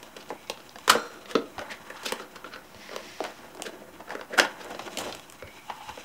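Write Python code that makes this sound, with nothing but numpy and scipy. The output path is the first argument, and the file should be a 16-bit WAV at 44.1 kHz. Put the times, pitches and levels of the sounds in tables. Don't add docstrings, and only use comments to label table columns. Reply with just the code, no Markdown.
import sys
import numpy as np
from scipy import signal
from scipy.fft import rfft, irfft, next_fast_len
from scipy.io import wavfile
from scipy.ndimage import map_coordinates

SR = 44100
rng = np.random.default_rng(int(sys.argv[2]) if len(sys.argv) > 2 else 0)


def wrap_up_sound(samples):
    columns = np.atleast_2d(samples).T
    tamed = np.clip(columns, -1, 1)
    steps = np.round(tamed * 32767).astype(np.int16)
    wavfile.write(sys.argv[1], SR, steps)


N = 266452

# start in seconds, panel level in dB, hollow, edges and fibres in dB over it,
# panel note in Hz, decay time (t60) in seconds before each part takes its share.
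KNOCKS = [(.028, -39, -5, 0, -5.5, 940, 0.048), (.194, -52, -15, -3, -6, 1310, 0.049),
          (.302, -25, -4.5, -25, -29, 900, .062), (.471, -46, -15, -2, -18, 880, 0.053),
          (0.4973, -26, -3.5, 1.5, -4, 955, .04), (.573, -42.5, -4, 0, -20, 1350, 0.039),
          (.602, -45.5, -6, 1, -18, 1420, 0.03), (.693, -51, -3, 12, -22, 1280, 0.02),
          (0.757, -35, -3, -7, -18, 1670, .036), (.785, -36, -17, -5, -7, 1040, .03),
          (.877, -10.5, -16.5, -13, -18, 1200, 0.057), (.895, -4.5, -22, -13, -23, 1290, 0.066),
          (.951, -30.5, 10, -20, -20, 1220, .05), (1.256, -39.5, -13, -1.5, -22, 1990, .043),
          (1.31, -30, -19, -4, -9, 1680, .07), (1.352, -15, 0.5, -5.5, -30, 1280, 0.046),
          (1.58, -27.5, -8.5, -9, -26, 940, 0.044), (1.591, -26, -11, -9, -20, 1410, 0.039),
          (1.9, -28, -10.5, -23, -20, 1820, .051), (2.031, -39.5, -5, 1, -2, 960, 0.067),
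          (2.121, -18, -8.5, -9, -8.5, 1010, 0.04), (2.196, -31.5, -8, -11, -31, 1340, 0.047),
          (2.442, -29.5, -12, -15, -31, 1310, .055), (2.559, -29, -15, -19, -30, 1430, 0.038),
          (2.745, -42.5, -7, -1, -13, 894, 0.037), (2.891, -31.5, -11.5, -17, -28, 1980, 0.022),
          (2.913, -38, -1, -7, -20, 740, 0.042), (2.962, -22.5, -11, -7, -14, 740, 0.019),
          (3.204, -26.5, 3, -9, -23, 700, 0.016), (3.239, -24, -13, -11, -14, 770, .035),
          (3.249, -22.5, -22, -15, -31, 700, 0.04), (3.548, -43.5, 1.5, -3, -3.5, 891, .035),
          (3.571, -40.5, -2, -5, -12, 730, .025), (3.597, -32, -8, -19, -24, 750, 0.024),
          (3.621, -30, -14, 1.5, 4, 736, .02), (4.093, -32.5, -14, -11, -21, 703, 0.04),
          (4.104, -22, -21, -15.5, -32, 1750, 0.051), (4.151, -24.5, -6, -18, -23, 1500, .035),
          (4.193, -32.5, -7, -18, -26, 1540, .032), (4.211, -28, -14, -9, -33, 960, .025),
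          (4.388, -5.5, -11.5, -14, -25, 1520, .02), (4.397, -3.5, -15.5, -9.5, -18, 1630, 0.024),
          (4.402, -25.5, -5, -1, -16, 1570, 0.019), (4.747, -31, -8, -10, -28, 710, .03),
          (4.792, -24, -20, -11.5, -23, 820, .042), (4.876, -24.5, -18, -17.5, -38, 730, 0.057),
          (4.972, -30, -3.5, 5, 0, 2140, 0.029), (4.983, -28, -7, -2.5, -1, 740, 0.096),
          (5.124, -36.5, -16, 7, -10, 1420, .045), (5.148, -33, -14, -5, -4, 760, 0.037),
          (5.195, -37.5, -14, -3, -8, 880, .036), (5.299, -52.5, -4, 7, 14, 1490, 0.019),
          (5.323, -40, -23.5, -11, -0.5, 1170, 0.026), (5.423, -31, -6, -12, -35, 1410, 0.033),
          (5.473, -38, -8, -10, -24, 2140, .045), (5.698, -23, -22, -16.5, -38, 880, 0.044),
          (5.974, -29, -10.5, -28, -33, 738, 0.041)]
SCRAPES = [(.168, -38.5, 0.5, -1, -11.5, 1370, .03), (0.208, -47.5, -15, 4, -14, 1390, 0.06),
           (0.295, -51, 1, 4, -2, 1420, .07), (.902, -9, -16, -5, -6.5, 1190, 0.051),
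           (1.14, -48, -19, -17, -8, 1340, .07), (1.3, -35.5, -9, -7, -14, 1220, 0.18),
           (1.618, -27.5, -18, -22, -33, 680, .09), (1.717, -27, -18, -11, -21, 1940, .14),
           (1.973, -41, -23, -5.5, -20, 1310, .11), (2.063, -24, -9.5, -2, -12.5, 1410, .1),
           (2.088, -33, -14, 0, -9, 2050, 0.11), (2.224, -39, -6, -9, -31, 1380, .14),
           (2.361, -33, -10, -10, -19, 1290, .05), (2.464, -39.5, -13, -8, -30, 1450, 0.074),
           (2.538, -32, -15, -7, -38, 1420, 0.15), (2.936, -35.5, -2.5, -10, -26, 1160, 0.099),
           (3.262, -33, -9.5, -11, -23, 730, .09), (3.446, -42, -2.5, -19, -25, 820, 0.051),
           (3.664, -28, -6, -7.5, -17, 1610, 0.087), (4.006, -33.5, -10.5, -19, -30, 895, 0.054),
           (4.082, -35, -9.5, -21, -30, 1530, .05), (4.119, -29, -10, -18, -30, 780, 0.21),
           (4.31, -41.5, 2.5, -14, -27, 800, .09), (4.341, -27, -5.5, -14.5, -28, 1700, 0.13),
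           (4.385, -13.5, -9, -13.5, -16, 1520, 0.067), (4.45, -40, -5, 2.5, -12, 1430, 0.067),
           (4.614, -38.5, -5, -5, -17, 1510, .11), (4.656, -42, 2.5, -21, -30, 760, .16),
           (4.714, -31.5, -6.5, -18, -30, 710, .1), (4.824, -44, -2, -5, -12, 760, 0.066),
           (5.014, -27.5, -10.5, -21, -15, 940, 0.099), (5.072, -32, -2, -15, -22, 905, .12),
           (5.094, -33.5, -4, -7, -22, 760, 0.11), (5.893, -30.5, -14, -11, -23.5, 920, 0.069)]
# frequency in Hz, width in Hz, relative level in dB.
HOLLOW = [(140, 35, -15), (211.7, 31, -0.5), (299.3, 33.3, 0.5), (362.4, 38, 1), (513, 30, 0),
          (656.5, 41, 1)]
PANELS = [(856, 108, -8), (1112, 128, -7.5), (1137, 59, -4.5), (1406, 62, -15.5), (1596, 116, -8),
          (1667, 455, -11), (2104, 700, -17.5)]
EDGES = [(2715, 1380, 6), (2487, 2340, -4), (3876, 82, 5), (3815, 1530, -2), (5350, 570, 2.5),
         (5400, 224, 2), (6110, 1050, -10)]


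def amp(db):
    return 10 ** (np.asarray(db) / 20)


def unit(x):
    return x / np.sqrt(np.mean(x ** 2) + 1e-20)


def along(points, hz):
    point_hz, values = np.transpose(points)
    return np.interp(np.log(hz + 1), np.log(point_hz + 1), values)


def curves(rows):
    seconds, *columns = np.transpose(rows)
    t = np.arange(N) / SR
    return [np.interp(t, seconds, column) for column in columns]


def wobble(rate):
    knots = rng.standard_normal(int(N * rate / SR) + 4)
    return map_coordinates(knots, [np.arange(N) * rate / SR])


def swell(start, end, rise_db, fall_db):
    t = np.arange(N) / SR
    return amp(-rise_db * np.maximum(start - t, 0) - fall_db * np.maximum(t - end, 0))


def filtered(x, response):
    size = next_fast_len(x.shape[-1] + 8192)
    spectrum = rfft(x, size) * response(np.fft.rfftfreq(size, 1 / SR))
    return irfft(spectrum, size)[..., :x.shape[-1]]


def modes(table):
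    lo_hz, hi_hz = .75 * min(table)[0], 1.4 * max(table)[0]

    def response(f):
        skirts = (1j * f / (lo_hz + 1j * f)) ** 2 * (hi_hz / (hi_hz + 1j * f)) ** 2
        total = 0
        for k, (hz, width, db) in enumerate(table):
            resonance = 1j * f * width / (hz * hz - f * f + 1j * f * width)
            total = total + (-1) ** k * amp(db) * resonance
        return skirts * total

    return response


def fibres(f):
    # frequency in Hz, relative level in dB per Hz.
    fizz = [(5000, -9), (7000, 3), (8000, 1), (10000, -6), (13000, -7.5), (17000, -18)]
    return amp(along(fizz, f))


def settling():
    under_db, t60_s = (-18, -28.5, -30.5, -26), (0.26, 0.29, 0.39, 0.24)
    s, db, hollow_db, edge_db, fibre_db = np.transpose(KNOCKS + SCRAPES)[:5]
    kicks = np.zeros((4, N))
    kicks[:, np.round(s * SR).astype(int)] = amp(db + [hollow_db, 0 * db, edge_db, fibre_db])
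    gains = []
    for kick, part_db, t60 in zip(kicks, under_db, t60_s):
        decay = amp(-60 / (t60 * SR))
        gains.append(amp(part_db) * signal.lfilter([1], [1, -decay], kick))
    return gains


def rubbing():
    # time in seconds, level in the hollow in dB, in the panels in dB, of the scratch in dB.
    rub_levels = [(0.0, -52.5, -54.5, -57.5), (0.79, -61, -62, -60.5), (0.94, -51, -43, -45),
                  (1.18, -53.5, -58.5, -60.5), (1.43, -47.5, -66, -60.5), (1.63, -55, -47, -55),
                  (1.85, -50.5, -50.5, -58.5), (2.1, -58, -43, -50), (2.27, -52.5, -54.5, -59.5),
                  (2.78, -55, -58.5, -61), (2.94, -51, -53, -59), (3.11, -53.5, -56, -53),
                  (3.3, -54.5, -52.5, -58), (3.68, -46.5, -52.5, -60.5), (3.87, -48, -57, -61),
                  (4.14, -57, -58, -61.5), (4.29, -53, -58, -61), (4.47, -50.5, -45.5, -54.5),
                  (4.91, -47.5, -52, -51), (5.05, -43, -41.5, -40.5), (5.21, -57, -57, -57),
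                  (5.43, -59, -60, -60), (5.85, -58.5, -54, -50), (6.04, -56, -54, -53)]
    fibre_db = -10.5
    clumps = wobble(45)
    hollow_db, panel_db, scratch_db = curves(rub_levels)
    rub_gains = amp([hollow_db, panel_db, scratch_db, scratch_db + fibre_db])
    gains = np.hypot(rub_gains, settling())
    out = np.zeros(N)
    for gain, response in zip(gains, [modes(HOLLOW), modes(PANELS), modes(EDGES), fibres]):
        sizes = amp(2 * rng.exponential(size=N)) * rng.standard_normal(N)
        catches = (rng.random(N) < .03) * sizes
        grain = rng.standard_normal(N) + unit(catches)
        drive = amp(2 * clumps + wobble(25)) * grain
        out += gain * unit(filtered(drive, response))
    return out


def puffs():
    # start in seconds, length in seconds, level in dB.
    pushes_of_air = [(0.87, 0.13, -51), (1.342, 0.081, -55), (1.565, 0.064, -49), (2.744, 0.04, -52),
                     (4.371, 0.11, -72), (4.715, 0.058, -55), (4.812, 0.052, -52), (4.946, 0.3, -55),
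                     (5.421, 0.064, -45.5), (5.865, 0.094, -52)]
    stir_db, rise_share = -69.5, 0.34
    low = filtered(rng.standard_normal(N), modes([(72.4, 100, 8), (138, 95, -12.5)]))
    t = np.arange(N) / SR
    gain = amp(stir_db)
    for s, length, db in pushes_of_air:
        gain = gain + amp(db) * np.interp(t, [s, s + rise_share * length, s + length], [0, 1, 0])
    return gain * amp(0.61 * wobble(24)) * unit(low)


def hiss():
    # frequency in Hz, relative level in dB per Hz.
    hiss_colour = [(15, -14), (25, -11), (49, -6), (133, -2), (275, -0.5), (413, -15.5), (498, -14),
                   (707, -1.5), (1430, -5), (1920, -11), (3660, -18.5), (14500, -19), (15700, -15)]
    noise = filtered(rng.standard_normal(N), lambda f: amp(along(hiss_colour, f)))
    return amp(-54) * unit(noise)


def contacts(table, rise_share, slap, lead, dense):
    crest_db = (4, -1, 6.5, 12.5)
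    favoured_hollow_hz, favoured_edge_hz, note_scatter = 540, 3820, 0.13
    t60_shares = np.array([[1.1], [.8], [.7], [.6]])
    rise_powers = [[1.2], [1.5], [2.2], [2.5]]
    out, t = np.zeros(N + SR), np.arange(8192) / SR
    f = np.fft.rfftfreq(len(t), 1 / SR)
    for s, db, hollow_db, edge_db, fibre_db, panel_hz, t60 in table:
        rise = np.clip(rise_share * t60, .0004, .04)
        decay = amp(-60 * np.maximum(t - rise, 0) / (t60_shares * np.clip(t60, .003, .2)))
        shape = np.minimum(t / rise, 1) ** rise_powers * decay
        force = shape * rng.standard_normal(len(t)) * (rng.random(len(t)) < dense)
        force[:, round(rise * SR)] += slap
        scatter = np.exp(note_scatter * rng.standard_normal(2))
        hollow_hz, edge_hz = [favoured_hollow_hz, favoured_edge_hz] * scatter
        bodies = [modes(HOLLOW + [(hollow_hz, 110, 6)]),
                  modes(PANELS + [(panel_hz, 220, 7)]),
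                  modes(EDGES + [(edge_hz, 900, 3)]),
                  fibres]
        rings = irfft(rfft(force) * [body(f) for body in bodies], len(t))
        peaks = amp(db + np.add([hollow_db, 0, edge_db, fibre_db], crest_db))
        gains = peaks / np.max(np.abs(rings), axis=1)
        begin = round((s - lead * rise) * SR)
        out[begin:][:len(t)] += gains @ rings
    return out[:N]


def room(x):
    # frequency in Hz, decay time (t60) in seconds.
    room_decay = [(150, 0.3), (1000, 0.3), (3000, 0.21), (9000, 0.11)]
    out, step = np.zeros(N + 2 * SR), round(.3 * SR)
    for i in range(0, N, step):
        hz, t, z = signal.stft(rng.standard_normal(SR // 2), SR, nperseg=256)
        dying = z * amp(-60 * t / along(room_decay, hz)[:, None])
        tail = signal.istft(dying, SR, nperseg=256)[1]
        wet = signal.fftconvolve(x[i:i + step], tail / np.linalg.norm(tail))
        out[i + 350:][:len(wet)] += wet
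    return out[:N]


def whistle():
    # start in seconds, length in seconds, note in Hz, peak level in dB before flutter.
    whistle_notes = [(.33, 0.17, 2270, -57.5), (1.55, 0.042, 2250, -59), (5.40, 0.25, 2270, -54)]
    swoop_hz, swoop_s = 150, 0.029
    out = np.zeros(N)
    for s, length, note_hz, db in whistle_notes:
        hz = note_hz - swoop_hz * swell(0, s, 0, 9 / swoop_s)
        jittery_hz = hz + 90 * wobble(400)
        tone = np.sin(2 * np.pi * np.cumsum(jittery_hz) / SR)
        rough = amp(3 * wobble(90)) * tone
        out += swell(s, s + length, 600, 600) * amp(db) * rough
    return out


def tab():
    # frequency in Hz, width in Hz, relative level in dB.
    tab_modes = [(470, 19, 4), (1400, 98, -4.5), (3600, 90, -21), (4140, 90, -15.5), (5700, 79, -17),
                 (7470, 120, -21)]
    # start in seconds, level in dB, decay time (t60) in seconds.
    s, db, t60 = (.905, -28.5, 0.7)
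    t = np.arange(N) / SR - s
    shiver = unit(filtered(rng.standard_normal(N), modes(tab_modes)))
    return (t > 0) * amp(db - 60 * np.abs(t) / t60) * shiver


def drag():
    # frequency in Hz, relative level in dB per Hz.
    pile_colour = [(530, -44), (900, -23), (1040, 0), (1250, -27), (1500, -5.5), (1800, 5.5), (4190, -3.5),
                   (5620, 0.5), (6400, -11), (12000, -22), (15600, -54), (22000, -120)]
    # start in seconds, end in seconds, level in dB.
    start, end, db = (2.864, 3.26, -48.5)
    slide = swell(start, end, rise_db=70, fall_db=82) * amp(1.2 * wobble(43))
    brush = filtered(rng.standard_normal(N), lambda f: amp(along(pile_colour, f)))
    return slide * amp(db) * unit(brush)


def creak():
    # loudest moment in seconds, level in dB.
    creak_slips = [(5.704, -37.5), (5.811, -38.5), (5.902, -37.5)]
    # frequency in Hz, width in Hz, relative level in dB.
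    fold_modes = [(873, 68, 3.5), (2320, 47, -14), (2830, 170, -11)]
    slips = sum(amp(db) * swell(s, s, rise_db=452, fall_db=400) for s, db in creak_slips)
    return slips * amp(wobble(65)) * unit(filtered(rng.standard_normal(N), modes(fold_modes)))


def scene():
    blows = contacts(KNOCKS, rise_share=.03, slap=7.26, lead=0, dense=.9)
    scrapes = contacts(SCRAPES, rise_share=.24, slap=0, lead=1, dense=0.2)
    box = scrapes + tab() + creak() + drag() + rubbing()
    echo = amp(-10.5) * room(blows + scrapes)
    softer = box + whistle() + puffs() + hiss() + echo
    top_hz = 15750
    return (blows + filtered(softer, lambda f: f < top_hz))[None]


def record(dry):
    top_hz = 16800
    return filtered(np.clip(dry + .001, -.97, .97), lambda hz: hz < top_hz)


dry = scene()
out = record(dry)
wrap_up_sound(out)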